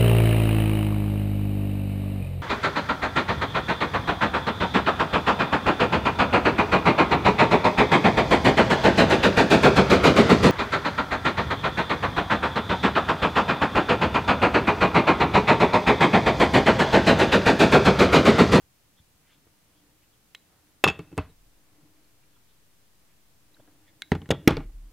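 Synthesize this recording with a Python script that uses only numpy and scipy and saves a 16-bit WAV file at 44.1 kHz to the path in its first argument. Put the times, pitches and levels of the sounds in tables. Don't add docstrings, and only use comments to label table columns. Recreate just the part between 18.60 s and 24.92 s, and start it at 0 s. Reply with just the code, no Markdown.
import sys
import numpy as np
from scipy import signal
from scipy.fft import rfft, irfft, next_fast_len
from scipy.io import wavfile
from scipy.ndimage import uniform_filter1d

SR = 44100
rng = np.random.default_rng(int(sys.argv[2]) if len(sys.argv) > 2 else 0)


def dump_mix(stems):
    frames = np.atleast_2d(stems).T
    limited = np.clip(frames, -1, 1)
    pcm = np.round(limited * 32767).astype(np.int16)
    wavfile.write(sys.argv[1], SR, pcm)


def gain_from_decibels(decibels):
    exponent = np.asarray(decibels, float) / 20
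    return 10 ** exponent


N = 278712


def unit(x):
    return x / np.sqrt(np.mean(x ** 2) + 1e-20)


def along(points, hz):
    f, value = np.transpose(points)
    return np.interp(np.log(hz + 1), np.log(f + 1), value)


def filtered(x, response):
    size = next_fast_len(x.shape[-1] + 4096)
    spectrum = rfft(x, size) * response(np.fft.rfftfreq(size, 1 / SR))
    return irfft(spectrum, size)[..., :x.shape[-1]]


def band(hz, width_hz, size):
    noise = rng.standard_normal(size)
    return unit(filtered(noise, lambda f: 1 / (1 + ((f - hz) / (width_hz / 2)) ** 2)))


def ringing(modes, t, attack, scatter_db, rough):
    hz, db, t60 = np.transpose(modes)[..., None]
    strength, detune = rng.standard_normal((2,) + hz.shape)
    wander = rough * np.cumsum(rng.standard_normal((len(modes), len(t))), axis=1) * np.sqrt(hz / SR)
    wander = uniform_filter1d(wander, size=64, axis=1)
    phase = 2 * np.pi * hz * (1 + rough / 80 * detune) * t + wander - wander[:, :1]
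    level = gain_from_decibels(db + scatter_db * strength - 60 * t / t60)
    return (level * np.sin(phase)).sum(0) * (1 - np.exp(-t / attack))


def burst(spectrum, t, t60):
    noise = unit(filtered(rng.standard_normal(len(t)), lambda hz: gain_from_decibels(along(spectrum, hz))))
    return noise * gain_from_decibels(-60 * t / t60) * (1 - np.exp(-t / 0.000075))


def pliers(contacts, steel, rattle, crack_t60, spark_t60, wash_db, wash_t60, spark_db, edge_db):
    # f/Hz, level/dB, t60/s
    table_low = [(87, -8, 0.21), (121.5, -11.5, .1), (161.6, 2, 0.08), (180.7, -6, 0.061),
                 (238.25, -7.5, .06), (288.2, 2, 0.067), (340.2, -1, 0.068)]
    table_high = [(427.7, 6.5, 0.042), (520, -7.5, 0.058), (627.6, -14, 0.14), (797.4, 1, .04),
                  (900, -8.5, .04), (1104, -9.5, 0.021), (1151.4, -2.5, 0.026), (1400, -5, .03)]
    # f/Hz, level/dB
    crack = [(700, -15), (1500, 3), (2500, 3), (4000, -4), (6000, -13), (9000, -29)]
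    spark = [(4000, -19.5), (6500, 6.5), (9000, 3.5), (11500, -6.5), (14000, -5.5), (17000, -11.5)]
    wash = [(200, -23.5), (600, 0), (1100, 5), (2500, -2), (4200, -11), (5500, -19.5), (8000, -29),
            (14000, -39)]
    flight_s = .045
    rattle_s, uneven_db = .003, 0.5
    out, t, last = np.zeros(N + SR), np.arange(SR // 4) / SR, 0
    for s, crack_db, thump_db, knock_db, ring_db in contacts:
        hit = gain_from_decibels(crack_db - 7) * burst(crack, t, crack_t60)
        edge_shift_db = edge_db * (s - last > flight_s)
        hit += gain_from_decibels(crack_db + spark_db + edge_shift_db) * burst(spark, t, spark_t60)
        buzz = unit(uniform_filter1d(rng.standard_normal(len(t)), round(rattle_s * SR)))
        hit += gain_from_decibels(crack_db + wash_db + uneven_db * buzz) * burst(wash, t, wash_t60)
        hit -= gain_from_decibels(thump_db - 3) * ringing(table_low, t, .002, scatter_db=2.5, rough=.5)
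        hit -= gain_from_decibels(knock_db - 8) * ringing(table_high, t, .001, scatter_db=3, rough=.5)
        hit += gain_from_decibels(ring_db + 3) * ringing(steel, t, .0008, scatter_db=1.5, rough=rattle)
        out[round((s + .0006) * SR):][:len(t)] += hit
        last = s
    return out[:N]


def first_pliers():
    # t/s, crack peak/dB, table thump/dB, table knock/dB, steel ring/dB
    landing = [
        (2.2392, -3.5, -56, -9, -14.5),
        (2.2426, -4, -48.5, -19, -37.5),
        (2.2554, -19.5, -22, -23, -46),
        (2.2654, -24.5, -18.5, -19, -41),
        (2.2757, -11.5, -22.5, -23, -18.5),
        (2.2834, -9.5, -34, -19, -22.5),
        (2.2994, -19.5, -31.5, -23.5, -43.5),
    ]
    settling = [
        (2.391, -37.5, -34, -28.5, -55),
        (2.5157, -56, -42, -49, -77),
        (2.5267, -46.5, -36, -48, -75),
        (2.577, -20.5, -22, -17, -49),
        (2.5833, -47, -25, -22.5, -45.5),
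    ]
    # f/Hz, level/dB, t60/s
    steel_free = [(2624, 0, .065), (2660, -8, .1), (2590, -32, .26), (2730, -24, .14), (2900, -14, .04),
                  (3290, -11, .06), (3420, -19, .16), (3600, -13, .05), (4490, -33, .16), (4800, -15, .02),
                  (5300, -15, .035), (6713, -30, .14), (7550, -30, .08)]
    steel_held = [(1040, -4, 0.1), (1600, -14, .06), (2200, 6.5, 0.037), (2613, 13, 0.045),
                  (3300, -11, 0.088), (3800, -15, 0.078), (4400, -9.5, 0.11)]
    out = pliers(landing, steel_free, 0.26, 0.0096, .016, wash_db=-21.5, wash_t60=0.11, spark_db=-28.5, edge_db=11)
    out += pliers(settling, steel_held, .4, .015, .015, wash_db=-19, wash_t60=.22, spark_db=-24, edge_db=9)
    return out


def second_pliers():
    # t/s, crack peak/dB, table thump/dB, table knock/dB, steel ring/dB
    handles = [
        (5.5173, -17.5, -12, -14, -49),
        (5.5503, -29.5, -21.5, -25.5, -46),
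        (5.6171, -44.5, -39, -38.5, -80),
        (5.6575, -46.5, -49, -51, -71),
    ]
    jaws = [
        (5.7046, -16, -16.5, -17.5, -37),
        (5.7074, -17.5, -35, -32.5, -18.5),
        (5.7122, -11, -24, -22, -35),
        (5.7199, -31, -20.5, -16.5, -47),
        (5.7445, -42, -35.5, -30.5, -55.5),
    ]
    flat = [
        (5.8746, -2.5, -7, -12.5, -40),
        (5.8774, -5.5, -40.5, -4.5, -20),
        (5.8837, -18.5, -23.5, -17.5, -32.5),
        (5.9067, -23.5, -18.5, -18.5, -34.5),
        (5.9224, -36.5, -22, -33, -45.5),
        (5.9683, -22, -31, -26, -41),
        (5.9764, -42.5, -27, -31, -58),
        (6.0024, -49.5, -50, -35.5, -71),
        (6.094, -48, -55, -42.5, -70),
    ]
    # f/Hz, level/dB, t60/s
    steel = [(1975, -3, .02), (2250, -4, .02), (2800, -3, .025), (3400, 0, .025), (3400, -24, .21),
             (3650, -29, .12), (3150, -26, .14), (3500, -27, .16), (5400, -10, .012)]
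    pressed = [mode for mode in steel if mode[2] < .1]
    out = pliers(handles, steel, 0.5, 0.013, 0.013, wash_db=-13, wash_t60=0.09, spark_db=-22, edge_db=-4)
    out += pliers(jaws, steel, 0.29, 0.017, 0.015, wash_db=-34.5, wash_t60=0.1965, spark_db=-19, edge_db=5)
    out += pliers(flat, pressed, .4, .012, .012, wash_db=-23, wash_t60=.2, spark_db=-20, edge_db=-8)
    return out


def joints():
    # t/s, crack peak/dB, table thump/dB, table knock/dB, steel ring/dB
    snaps = [
        (1.7481, -25, -78, -60, -41),
        (5.4196, -17.5, -60, -61, -30.5),
    ]
    touches = [
        (2.5692, -45, -52, -43, -72),
        (5.6897, -39, -28, -36, -41.5),
    ]
    # f/Hz, level/dB, t60/s
    steel = [(1500, -10, .01), (2120, -7, .05), (2700, -1, .012), (3300, -4, .015), (3880, -24, .22),
             (3950, -3, .018)]
    out = pliers(snaps, steel, .4, 0.008, .01, wash_db=-38, wash_t60=0.05, spark_db=-18, edge_db=0)
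    out += pliers(touches, steel, 0.28, 0.012, 0.0105, wash_db=-27.5, wash_t60=0.083, spark_db=-15.5, edge_db=5)
    return out


def pushes():
    # t/s, peak/dB, f/Hz
    swings = [(1.7517, -37.5, 3200), (2.2394, -7.5, 561.6), (2.2402, -26.5, 12710), (2.242, -10.5, 1245),
              (2.2664, -12.5, 1106), (2.5784, -19, 400), (2.584, -16.5, 79.9), (2.586, -20, 1040),
              (5.4202, -26.5, 3850), (5.4206, -39.5, 1550), (5.424, -58, 710), (5.5188, -5.5, 244.4),
              (5.518, -19, 1900), (5.5179, -18, 790), (5.551, -27.5, 826), (5.6178, -45.5, 3080),
              (5.6581, -47, 1887), (5.7053, -7, 520), (5.7183, -19.5, 262), (5.8755, 3, 278.4),
              (5.8759, -6.5, 2188), (5.8777, -17.5, 11820), (5.8779, -17, 5550), (5.9088, -14.5, 300),
              (5.969, -36, 4500), (6.0037, -47, 2400)]
    t60_s, soft_hz = 0.0061, 433
    out, t = np.zeros(N + SR), np.arange(SR // 4) / SR
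    for s, db, hz in swings:
        fall_db = 60 * t / (t60_s * (1 + soft_hz / hz))
        rise = 1 - np.exp(-1.5 * hz * t)
        out[round(s * SR):][:len(t)] -= gain_from_decibels(db + 9 - fall_db) * np.sin(2 * np.pi * hz * t) * rise
    return out[:N]


def room(x):
    # f/Hz, t60/s
    decay = [(60, 0.37), (250, 0.62), (1000, 0.36), (4000, 0.47), (8000, .16), (15000, .08)]
    # f/Hz, level/dB
    strength = [(60, -3.5), (300, -19), (1500, -15.5), (4000, -21.5), (8000, -28), (15000, -24.5)]
    hz, t, z = signal.stft(rng.standard_normal((2, SR // 2)), SR, nperseg=256)
    fall_db = 60 * t / along(decay, hz)[:, None]
    tail = signal.istft(z * gain_from_decibels(along(strength, hz)[:, None] - fall_db), SR, nperseg=256)[1]
    delayed = np.pad(x, (150, 0))[None]
    mid, side = signal.fftconvolve(delayed, gain_from_decibels(-35.5) * tail, axes=1)[:, :N]
    side = filtered(side, lambda f: gain_from_decibels(along([(300, -61.0), (3000, -27), (12000, 5.5)], f)))
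    return np.array([mid + side, mid - side])


def muting():
    # t/s, settling/s
    rests = [
        (2.72, 0.037),
        (6.04, 0.06),
    ]
    mute_db, hold_s = -12.5, 0.22
    t = np.arange(N) / SR
    muted = sum(np.clip((t - s) / settle_s, 0, 1) * (t < s + hold_s) for s, settle_s in rests)
    return gain_from_decibels(mute_db * muted)


def rubbing(rows):
    out, half = np.zeros(N + SR), SR // 4
    t = np.arange(-half, half) / SR
    for s, db, hz, width_hz, length in rows:
        swell = np.exp(-(2 * t / length) ** 2)
        out[round(s * SR):][:len(t)] += gain_from_decibels(db) * swell * band(hz, width_hz, size=len(t))
    return out[half:N + half]


def squeaks():
    # t/s, peak/dB, f/Hz, length/s
    teeth = [(0.388, -64.5, 3420, 0.036), (1.18, -74.5, 3280, .083), (1.541, -72, 3300, .032),
             (2.704, -68.5, 3800, 0.023), (3.447, -70, 4400, 0.0081), (3.761, -72.5, 3300, .029),
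             (3.772, -67.5, 1120, .014), (4.946, -60.5, 3900, 0.0058), (4.969, -63, 1600, 0.0071),
             (5.001, -63, 1300, .008), (5.004, -70.5, 3410, 0.025), (5.08, -64.5, 1640, 0.01),
             (5.288, -64.5, 2020, 0.039), (5.289, -67, 3475, .031)]
    return rubbing([(s, db, hz, 380, length) for s, db, hz, length in teeth])


def fingers():
    # t/s, peak/dB, f/Hz, length/s
    slips = [(.39, -71, 1500, .02), (0.693, -71, 2060, 0.13), (0.725, -67.5, 3130, 0.086),
             (.735, -73, 1300, .06), (.873, -66, 1200, 0.0092), (1.435, -70, 2640, .03),
             (3.637, -72.5, 2523, 0.023), (3.907, -73.5, 3663, .055), (4.502, -73.5, 2200, .04)]
    return rubbing([(s, db, hz, 1200, length) for s, db, hz, length in slips])


def knuckles():
    # t/s, peak/dB, f/Hz, length/s
    nudges = [(0.042, -64, 78, 0.038), (0.407, -56, 106, 0.023), (0.855, -71, 98, .11),
              (0.872, -58.5, 406, 0.01), (2.852, -73, 89, 0.27), (3.24, -59, 141.3, 0.027),
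              (5.002, -51, 497, .01), (5.003, -55, 87, 0.017), (5.082, -57, 500, 0.011),
              (6.06, -53.5, 93, 0.052), (6.2, -64, 130, 0.27)]
    relative_width = 0.83
    return rubbing([(s, db, hz, relative_width * hz, length) for s, db, hz, length in nudges])


def palms():
    # t/s, peak/dB, length/s
    rubs = [
        (1.949, -72, 0.17),
        (3.158, -77, 0.17),
        (5.096, -74, 0.16),
    ]
    centre_hz, width_hz = 830, 1600
    return rubbing([(s, db, centre_hz, width_hz, length) for s, db, length in rubs])


def arm():
    # t/s of full weight, level/dB, lean-in/s, lift/s
    leans = [(.86, -74.5, .6, 0.17), (1.22, -67.5, 0.24, 0.21), (2.15, -71, .7, 0.073),
             (2.43, -56, .15, 0.086), (3.22, -65.5, .35, 0.46), (4.99, -64.5, .15, 1),
             (5.7, -59.5, .2, 0.11), (5.88, -46, .1, .08), (6.3, -67.5, .2, .3)]
    # f/Hz, level/dB
    sleeve = [(300, 1), (500, 2), (1200, -5.5), (3000, -11), (5000, -24.5)]
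    lean_range_db, rest_db = 12.5, -82.5
    rustle_db, rustle_grows = -72, 0.4
    t = np.arange(N) / SR
    weights = [db - lean_range_db * np.maximum((s - t) / lean_s, (t - s) / lift_s)
               for s, db, lean_s, lift_s in leans]
    weight_db = np.maximum(np.max(weights, axis=0), rest_db)
    drone = gain_from_decibels(weight_db - 1.5) * band(300, 37, size=N)
    rustle = unit(filtered(rng.standard_normal(N), lambda hz: gain_from_decibels(along(sleeve, hz))))
    return drone + gain_from_decibels(rustle_db - 5.5 + rustle_grows * (weight_db - rest_db)) * rustle


def stand():
    # t/s, level/dB, t60/s
    jolts = [
        (2.6, -57, 1.1),
        (2.75, -57.5, 0.96),
        (5.935, -26, 0.16),
        (5.972, -26.5, .25),
        (6.055, -35, 1.5),
    ]
    sway_hz, rise_s = 35.15, 0.011
    out, shiver = np.zeros(N), .45 * band(40, 14, size=N)
    for s, db, t60 in jolts:
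        t = np.maximum(np.arange(N) / SR - s, 0)
        sway = np.sin(2 * np.pi * sway_hz * t) + shiver
        out += gain_from_decibels(db - 60 * t / t60) * (1 - np.exp(-t / rise_s)) * sway
    return out


def hush():
    # f/Hz, level/dB per Hz
    colour = [(15, -29), (30, -7), (60, -7), (120, -6), (240, -13), (550, -19), (2900, -22), (16200, -25)]
    # f/Hz, correlation [0..1]
    alike = [(60, 0.54), (180, 0.84), (550, 0.13), (1650, 0.19), (4970, 0.034), (15000, 0.02)]

    def mid_side(hz):
        turn = np.arccos(np.clip(along(alike, hz), -1, 1)) / 2
        return gain_from_decibels(along(colour, hz)) * [np.cos(turn), np.sin(turn)]

    mid, side = filtered(rng.standard_normal((2, N)), mid_side)
    return gain_from_decibels(-65.5 + 2.0) * unit(np.array([mid + side, mid - side]))


def scene():
    blows = first_pliers() + second_pliers() + joints() + pushes()
    blows = signal.sosfilt(signal.butter(2, 55, "high", fs=SR, output="sos"), blows)
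    stretch = np.searchsorted([2.38, 2.55, 5.68, 5.86], np.arange(N) / SR)
    echo = sum(room(blows * (stretch == k)) for k in range(5))
    hands = squeaks() + fingers() + knuckles() + palms() + arm()
    return (blows + echo) * muting() + hands + stand() + hush()


def low_pass(x):
    return signal.sosfilt(signal.butter(12, 15750, fs=SR, output="sos"), x)


def record(dry):
    # t/s, left and right [full scale]
    drift = np.array([(0, -.00028, -.00021), (1.6, -.00028, -.00021), (2.9, .00099, .0006),
                      (5.2, .00099, .0006), (5.6, -.00014, -.00013)])
    t = np.arange(N) / SR
    x = dry + [np.interp(t, drift[:, 0], drift[:, side]) for side in (1, 2)]
    x = x / (1 + np.abs(x / .96) ** 12) ** (1 / 12)
    x = filtered(x, lambda hz: 1 / (1 + (hz / 15880) ** 120))
    return low_pass(x)


dry = scene()
out = record(dry)
dump_mix(out)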